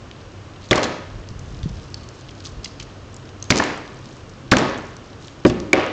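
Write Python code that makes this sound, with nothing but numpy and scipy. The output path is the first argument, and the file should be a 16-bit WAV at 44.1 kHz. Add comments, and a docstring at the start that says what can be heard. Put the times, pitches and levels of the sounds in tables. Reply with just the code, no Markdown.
"""A bare, echoing farm workroom, a small microphone close to the table where a chicken is chopped up.
Over a low hum, wet skin ticks and a knife starts to slice. At 0.7 s a heavy blow crunches through bone,
thumps the board and overloads the microphone; the blade knocks, bone splinters and the room rings on.
The bird is shoved about with a soft rumble, amid bumps, faint slicing and snips of gristle.
From 3.5 to 5.7 s four more blows land, with small cuts between them."""
import sys
import numpy as np
from scipy import signal
from scipy.fft import rfft, irfft
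from scipy.io import wavfile

SR = 44100
rng = np.random.default_rng(int(sys.argv[2]) if len(sys.argv) > 2 else 0)


def wrap_up_sound(samples):
    """Save the sound to the file named by the first command line argument, as 16-bit audio."""
    columns = np.atleast_2d(samples).T
    # keep every value between -1 and 1, then stretch to whole-number steps
    tamed = np.clip(columns, -1, 1)
    steps = np.round(tamed * 32767).astype(np.int16)
    wavfile.write(sys.argv[1], SR, steps)


N = 261072

# room tone, as a spectrum: (frequency [Hz], relative level [dB])
ROOM_TONE = [(15, -58), (25, -11), (49, -6.5), (63, -7), (77, -4), (97, -4.5), (199, -10), (299, -9),
             (530, -14), (875, -20), (1110, -17.5), (2170, -26.5), (3030, -25.5), (3490, -29), (7500, -34),
             (9750, -32.5), (16500, -120)]
# low hum in the room: (frequency [Hz], level [dB], half-width [Hz])
HUM_BANDS = [(96.94, -45.5, 3), (129.8, -49.5, 2.8)]
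# reverberation of the bare room: (frequency [Hz], time to fall 60 dB [s])
ROOM_DECAY = [(100, 0.68), (260, 0.64), (700, 0.71), (1840, 0.76), (4850, 0.61), (8000, 0.43)]
# colour of that reverberation: (frequency [Hz], gain [dB])
ROOM_RESPONSE = [(25, -21.5), (60, -6), (130, 5.5), (300, 3), (600, -4.5), (1200, -5), (2400, -4),
                 (4500, -5.5), (8000, -11)]
# the knife snips a strand of gristle: (time [s], level [dB], centre [Hz])
GRISTLE_SNIPS = [(0.113, -29, 3020), (1.2878, -29.5, 4900), (1.392, -30, 6200), (1.6308, -28.5, 3450),
                 (1.943, -19, 4500), (2.0887, -29.5, 6180), (2.291, -30, 3300), (2.4043, -32, 4500),
                 (2.4589, -25, 4540), (2.6449, -16.5, 4950), (2.7982, -26.5, 4350), (2.828, -28.5, 6000),
                 (3.1430, -27, 7600), (3.1652, -28, 6870), (3.4258, -18.5, 6400), (3.441, -27.5, 6570),
                 (4.057, -33.5, 5150), (4.9670, -29, 5820), (5.282, -29.5, 3400), (5.6005, -23, 5700)]
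# strokes of the blade through wet skin: (time [s], length [s], level [dB], centre [Hz])
SKIN_CUTS = [(0.601, 0.22, -47, 4160), (1.352, 0.99, -52, 4970), (2.103, 0.51, -52.5, 4860),
             (2.435, 0.076, -39, 5140), (2.626, 0.078, -38, 4700), (2.795, 0.047, -37.5, 4770),
             (4.028, 0.23, -51.5, 5400), (5.194, 0.23, -50.5, 5400)]
# heavy blows, each followed by its lighter rebound: (time [s], thump level [dB], thump centre [Hz],
#   mode with a node at that spot [Hz], smack level [dB], smack centre [Hz], room level [dB],
#   room centre [Hz], bone crunch level [dB])
BLOWS = [(0.7120, 4, 233, 271, -12.5, 1320, 18.5, 560, -11),
         (0.7790, -10, 400, 293, -18.5, 1010, 7.5, 520, -20),
         (3.5046, 2.5, 188, 387, -11, 1500, 16.5, 420, -6.5),
         (3.6007, -10.5, 440, 310, -12.5, 930, 13, 800, -32),
         (4.5190, 5.5, 206, 376, -4.5, 1120, 19.5, 460, -8.5),
         (4.5690, -8.5, 229, 396, -18, 910, 16, 760, -29), (5.4510, 8, 273, 880, -9.5, 705, 5.5, 260, -33),
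         (5.4985, -6.5, 255, 490, -25.5, 2470, 2, 420, -28),
         (5.732, 0, 426, 206, -15.5, 1650, 18, 596, -40), (5.7770, -6, 480, 203, -34, 1500, -2, 1200, -42)]
# the blade knocks on bone and board: (time [s], level [dB], ring [Hz], room level [dB])
BLADE_KNOCKS = [(0.7108, 0, 3560, -10), (0.7300, 0, 2040, 8.5), (0.7788, -9, 1080, -6),
                (3.5045, 1, 2300, 9.5), (3.5223, -4, 2114, 1), (3.5996, -5, 1770, 6), (3.6227, -9, 1045, 1),
                (4.518, 1, 2090, -1.5), (4.536, -1.5, 1620, 9), (4.5685, -5.5, 2470, -9),
                (5.451, -2.5, 2430, -2), (5.731, 15, 2276, 13.5)]
# modes of the board and the table under it: (frequency [Hz], relative level [dB], time to fall 60 dB [s])
BOARD_MODES = [(67, -21.5, 0.63), (128, -3, 0.082), (182.7, -6, 0.057), (212.8, -2, 0.075),
               (247.6, -5, 0.12), (308, 4.5, 0.065), (350.6, 4, 0.065), (459, 3.5, 0.041),
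               (537.6, 2, 0.063), (614.3, -4.5, 0.11), (754, -7.5, 0.13), (936, -30, 0.057),
               (1152, -2, 0.036), (1153, -10, 0.041), (1630, -9, 0.092)]
# the room's strongest resonances: (frequency [Hz], level relative to a blow's room level [dB])
STANDING_WAVES = [(303, -45.5), (494, -45.5), (544, -40.5), (612, -43.5), (721, -48), (967, -49.5),
                  (1112, -45.5), (1245, -46), (1470, -56.5), (1755, -48.5)]
# bone splinters around the blade: (time [s], level [dB], centre [Hz], decay [s])
BONE_CRACKS = [(0.7300, -16, 4140, 0.0019), (0.7565, -17, 4400, 0.0053), (0.8305, -18.5, 4180, 0.011),
               (0.8405, -17, 3950, 0.0053), (3.5070, -4.5, 5700, 0.0026), (3.5580, -15, 5360, 0.0031),
               (3.5685, -14, 5440, 0.003), (3.5765, -7.5, 4200, 0.0013), (3.5858, -14.5, 5670, 0.0038),
               (3.6380, -20, 4160, 0.0035), (4.5150, -6, 5260, 0.0016), (4.5270, -15.5, 4280, 0.004),
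               (4.5690, -6, 4800, 0.00096), (4.5835, -18, 5260, 0.007), (5.4635, -26, 4960, 0.02),
               (5.8635, -28, 5600, 0.0013)]
# the bird is pushed along the table: (time [s], length [s], relative level [dB])
BIRD_SHOVES = [(1.047, 0.21, -32.5), (1.246, 0.78, -32.5), (1.998, 0.11, -36), (2.474, 0.18, -35.5),
               (2.69, 0.21, -41)]
# spectrum of a shove: (frequency [Hz], relative level [dB])
SHOVE_SPECTRUM = [(20, -17), (40, 7), (75, 3.5), (130, -1), (200, -8.5), (350, -29), (900, -63)]
# soft bumps close to the microphone: (time [s], level [dB], centre [Hz], decay [s])
CLOSE_BUMPS = [(1.312, -29, 110, 0.012), (1.474, -28.5, 173, 0.0094), (1.634, -26.5, 89, 0.029),
               (1.657, -17.5, 158, .011), (1.698, -24, 131, 0.0069)]
#   (frequency [Hz], gain [dB])
RECORDING_BAND = [(20, 1), (6000, -0.5), (7000, -1.5), (7700, -7), (8400, -17), (9100, -36.5), (10000, -91)]


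def amp(db):
    """Decibels to gain."""
    return 10 ** (np.asarray(db) / 20)


def unit(x):
    """Scales to rms 1."""
    return x / np.sqrt(np.mean(x ** 2) + 1e-20)


def curve(points, hz):
    """Joins (Hz, value) points by straight lines on a log-frequency axis."""
    f, value = np.transpose(points)
    return np.interp(np.log(hz + 1), np.log(f + 1), value)


def add(mix, s, sound):
    """Lays a sound into the mix at time s."""
    part = mix[round(s * SR):][:len(sound)]
    part += sound[:len(part)]


def noise(gain, size=N, grain_db=0):
    """Noise of rms 1 whose spectrum is the function gain(Hz); grain_db breaks it up into crackle."""
    grains = np.repeat(np.clip(rng.standard_normal(size // 16 + 1), -2, 2), 16)[:size]
    white = rng.standard_normal(size) * amp(grain_db * grains)
    return unit(irfft(rfft(white) * gain(np.fft.rfftfreq(size, 1 / SR)), size))


def hump(hz, centre_hz, octaves):
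    """A broad resonance on the log-frequency axis."""
    return 1 / (1 + (np.log2((hz + 1) / centre_hz) / octaves) ** 2)


def burst(centre_hz, decay_s, octaves, rise_s=0.00059, size=4096):
    """A dense cluster of tiny fractures: coloured, grainy noise that dies quickly."""
    t = np.arange(size) / SR
    shape = np.exp(-t / decay_s) * (1 - np.exp(-t / rise_s))
    sound = shape * noise(lambda f: hump(f, centre_hz, octaves) ** 2, size, grain_db=5.5)
    return sound * np.linalg.norm(shape) / np.linalg.norm(sound)


def click(centre_hz, octaves, size=512):
    """One smooth pulse of energy 1: what a blow radiates into the room, summed over all directions."""
    spectrum = hump(np.fft.rfftfreq(size, 1 / SR), centre_hz, octaves) ** 2
    pulse = np.fft.fftshift(irfft(spectrum))
    return pulse / np.linalg.norm(pulse)


def echo(x, build_s=0.065, gap_s=0.00059):
    """The room's tail at the microphone: uneven reflections thicken, each band dies at its own rate."""
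    hz, t, bands = signal.stft(noise(np.ones_like, size=SR, grain_db=5), SR, nperseg=512)
    thickening = np.sqrt(1 - np.exp(-np.maximum(t - gap_s, 0) / build_s))
    shape = thickening * amp(-60 * t / curve(ROOM_DECAY, hz)[:, None])
    energy = SR * np.mean(shape ** 2, axis=1, keepdims=True)
    shape *= amp(curve(ROOM_RESPONSE, hz))[:, None] / np.sqrt(energy)
    return signal.fftconvolve(x, signal.istft(bands * shape, SR, nperseg=512)[1])


def in_room(direct, room_db):
    """The close sound with the room's tail behind it."""
    return direct + amp(room_db) * echo(direct)[:N]


def snaps(rows, octaves, rise_s, ring, room_db):
    """Short bursts in the room; each sets the piece it comes from ringing briefly."""
    out, t = np.zeros(N), np.arange(SR // 10) / SR
    for s, db, hz, decay_s in rows:
        tone = np.sin(2 * np.pi * hz * t) * np.exp(-t / decay_s) * (1 - np.exp(-t / rise_s))
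        add(out, s, amp(db) * burst(hz, decay_s, octaves, rise_s))
        add(out, s, amp(db) * ring * tone)
    return in_room(out, room_db)


def stroke(length_s, peak_at):
    """The pressure of one push of the hand: an arch that reaches 1 at the share peak_at of its length."""
    progress = np.linspace(0, 1, round(length_s * SR))
    return np.sin(np.pi * np.interp(progress, [0, peak_at, 1], [0, .5, 1]))


def crackle(size, centre_hz, per_s, spread_db, octaves):
    """Wet fibres part one by one: dense tiny clicks of uneven strength and pitch, rms 1."""
    fibres = np.zeros(size)
    for hz in centre_hz * np.geomspace(.72, 1.4, 8):
        parting = rng.random(size) < per_s / 8 / SR
        strength = amp(spread_db * np.minimum(rng.exponential(1, size), 3.5))
        fibres += signal.oaconvolve(parting * strength, burst(hz, 0.0021, octaves, size=512))[:size]
    return unit(fibres)


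def room_tone(air_db=-40.5):
    """The workroom's steady noise, with a wavering low hum."""
    hum = sum(amp(db) * noise(lambda f: 1 / (1 + ((f - hz) / width) ** 2)) for hz, db, width in HUM_BANDS)
    return hum + amp(air_db) * noise(lambda f: amp(curve(ROOM_TONE, f)))


def sticky_skin(per_s=16, floor_db=-47, spread_db=3, low_hz=3000, high_hz=7000):
    """Wet skin sticks and lets go under the fingers: faint scattered ticks, each with its own pitch."""
    out = np.zeros(N)
    for when, pitch, strength in rng.random((round(per_s * N / SR), 3)):
        tick = burst(low_hz * (high_hz / low_hz) ** pitch, decay_s=0.0036, octaves=0.59, size=1024)
        db = floor_db + spread_db * min(-np.log(strength), 3)
        add(out, when * N / SR, amp(db) * tick)
    return out


def gristle_snips(decay_s=0.0016):
    """Strands of gristle part under the knife, each with a small pitched click."""
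    rows = [(*row, decay_s) for row in GRISTLE_SNIPS]
    return snaps(rows, octaves=1.0, rise_s=0.00034, ring=0.9, room_db=-5)


def slicing(flesh_db=-8, flesh_hz=1500):
    """Each stroke of the blade draws a fine crackle from the skin and a duller one from the flesh."""
    out = np.zeros(N)
    for s, length_s, db, hz in SKIN_CUTS:
        pressure = stroke(length_s, peak_at=0.2)
        skin = crackle(len(pressure), hz, per_s=330, spread_db=5.0, octaves=0.91)
        flesh = crackle(len(pressure), flesh_hz, per_s=220, spread_db=6.5, octaves=4.4)
        add(out, s, amp(db) * pressure * (skin + amp(flesh_db) * flesh))
    return in_room(out, room_db=-10)


def crunches(nick_lead_s=0.007, nick_db=-22, nick_hz=5200, bone_lead_s=0.0017, bone_hz=4370):
    """The edge nicks the skin, then crunches through bone just before it reaches the board."""
    nicks = [(s - nick_lead_s, db + nick_db, nick_hz, 0.0015) for s, *_, db in BLOWS]
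    breaks = [(s - bone_lead_s, db, bone_hz, 0.0047) for s, *_, db in BLOWS]
    return snaps(nicks + breaks, octaves=1.3, rise_s=0.00017, ring=0.3, room_db=-5.5)


def blade_knocks(decay_cycles=3.6):
    """The blade rings for a few cycles, damped by the meat, inside a dry clack; the room answers."""
    out, t = np.zeros(N), np.arange(SR // 10) / SR
    for s, db, hz, room_db in BLADE_KNOCKS:
        decay_s = decay_cycles / hz
        knock = np.sin(2 * np.pi * hz * t) * np.exp(-t / decay_s)
        add(knock, 0, .5 * burst(hz, decay_s, octaves=1.15))
        add(out, s, amp(db) * knock)
        add(out, s, amp(room_db) * echo(click(hz, octaves=0.71)))
    return out


def chops(rise_s=0.0022, tail_db=-13):
    """Each blow smacks through meat, rings the board according to the spot it hits and fills the room."""
    out, t = np.zeros(N), np.arange(SR // 4) / SR
    hz, db, t60 = np.transpose(BOARD_MODES)[:, :, None]
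    modes = amp(db - 60 * t / t60) * np.sin(2 * np.pi * hz * t) * (1 - np.exp(-t / rise_s))
    for s, thump_db, spot_hz, node_hz, smack_db, smack_hz, room_db, room_hz, _ in BLOWS:
        # a mode struck at its node stays silent
        reach = hump(hz, spot_hz, octaves=1.37) * (1 - hump(hz, node_hz, octaves=0.29))
        blow = amp(thump_db) * .5 * (modes * reach).sum(0)
        add(blow, 0, amp(smack_db) * burst(smack_hz, decay_s=0.0082, octaves=1.16))
        add(out, s, blow)
        add(out, s, amp(tail_db) * echo(blow))
        add(out, s, amp(room_db) * echo(click(room_hz, octaves=2.07)))
    return out


def standing_waves(build_s=0.053):
    """The bare room's resonances swell after each blow and die with its reverberation."""
    out, t = np.zeros(N), np.arange(SR) / SR
    hz, db = np.transpose(STANDING_WAVES)[:, :, None]
    envelopes = (1 - np.exp(-t / build_s)) * amp(db - 60 * t / curve(ROOM_DECAY, hz))
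    for s, *_, room_db, _, _ in BLOWS:
        waves = np.sin(2 * np.pi * (hz * t + rng.random(hz.shape)))
        add(out, s, amp(room_db) * (envelopes * waves).sum(0))
    return out


def squelch(relative_db=-32, rise_s=0.065, fade_db_per_s=42.5):
    """Flesh torn by a blow goes on crackling as it parts; the harder the crunch, the louder."""
    out, t = np.zeros(N), np.arange(SR) / SR
    shape = np.minimum(t / rise_s, 1) * amp(relative_db - fade_db_per_s * t)
    for s, *_, crunch_db in BLOWS:
        tearing = crackle(len(t), centre_hz=5200, per_s=340, spread_db=9.0, octaves=0.52)
        add(out, s, amp(crunch_db) * shape * tearing)
    return in_room(out, room_db=0)


def bone_cracks():
    """Bone splinters in sharp, bright snaps as the blade wedges into it."""
    return snaps(BONE_CRACKS, octaves=2.3, rise_s=0.00011, ring=0.47, room_db=-3.5)


def shoves(trim_db=-2):
    """A lumpy low rumble swells and fades with each shove of the bird on the table."""
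    pressure = np.zeros(N)
    for s, length_s, db in BIRD_SHOVES:
        add(pressure, s, amp(db) * stroke(length_s, peak_at=0.42))
    return amp(trim_db) * pressure * noise(lambda f: amp(curve(SHOVE_SPECTRUM, f)))


def close_bumps():
    """Soft low bumps, so near the microphone that they carry hardly any room."""
    return snaps(CLOSE_BUMPS, octaves=0.6, rise_s=0.0015, ring=0.87, room_db=-20)


def scene():
    """The workroom in mono, from close beside the table."""
    quiet_work = room_tone() + sticky_skin() + gristle_snips() + slicing()
    blows = crunches() + blade_knocks() + chops() + standing_waves() + squelch() + bone_cracks()
    return (quiet_work + blows + shoves() + close_bumps())[None]


def record(dry, ceiling=0.70, rail=0.73, edge_hz=16000):
    """Close blows overload the microphone; the band is narrowed, and overshoots clip before a low-pass."""
    overloaded = np.clip(dry, -ceiling, ceiling)
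    band = amp(curve(RECORDING_BAND, np.fft.rfftfreq(N, 1 / SR)))
    narrow = irfft(rfft(overloaded) * band, N)
    low_pass = signal.firwin(255, edge_hz, window=("kaiser", 9), fs=SR)
    return signal.oaconvolve(np.clip(narrow, -rail, rail), low_pass[None], "same")


dry = scene()
out = record(dry)
wrap_up_sound(out)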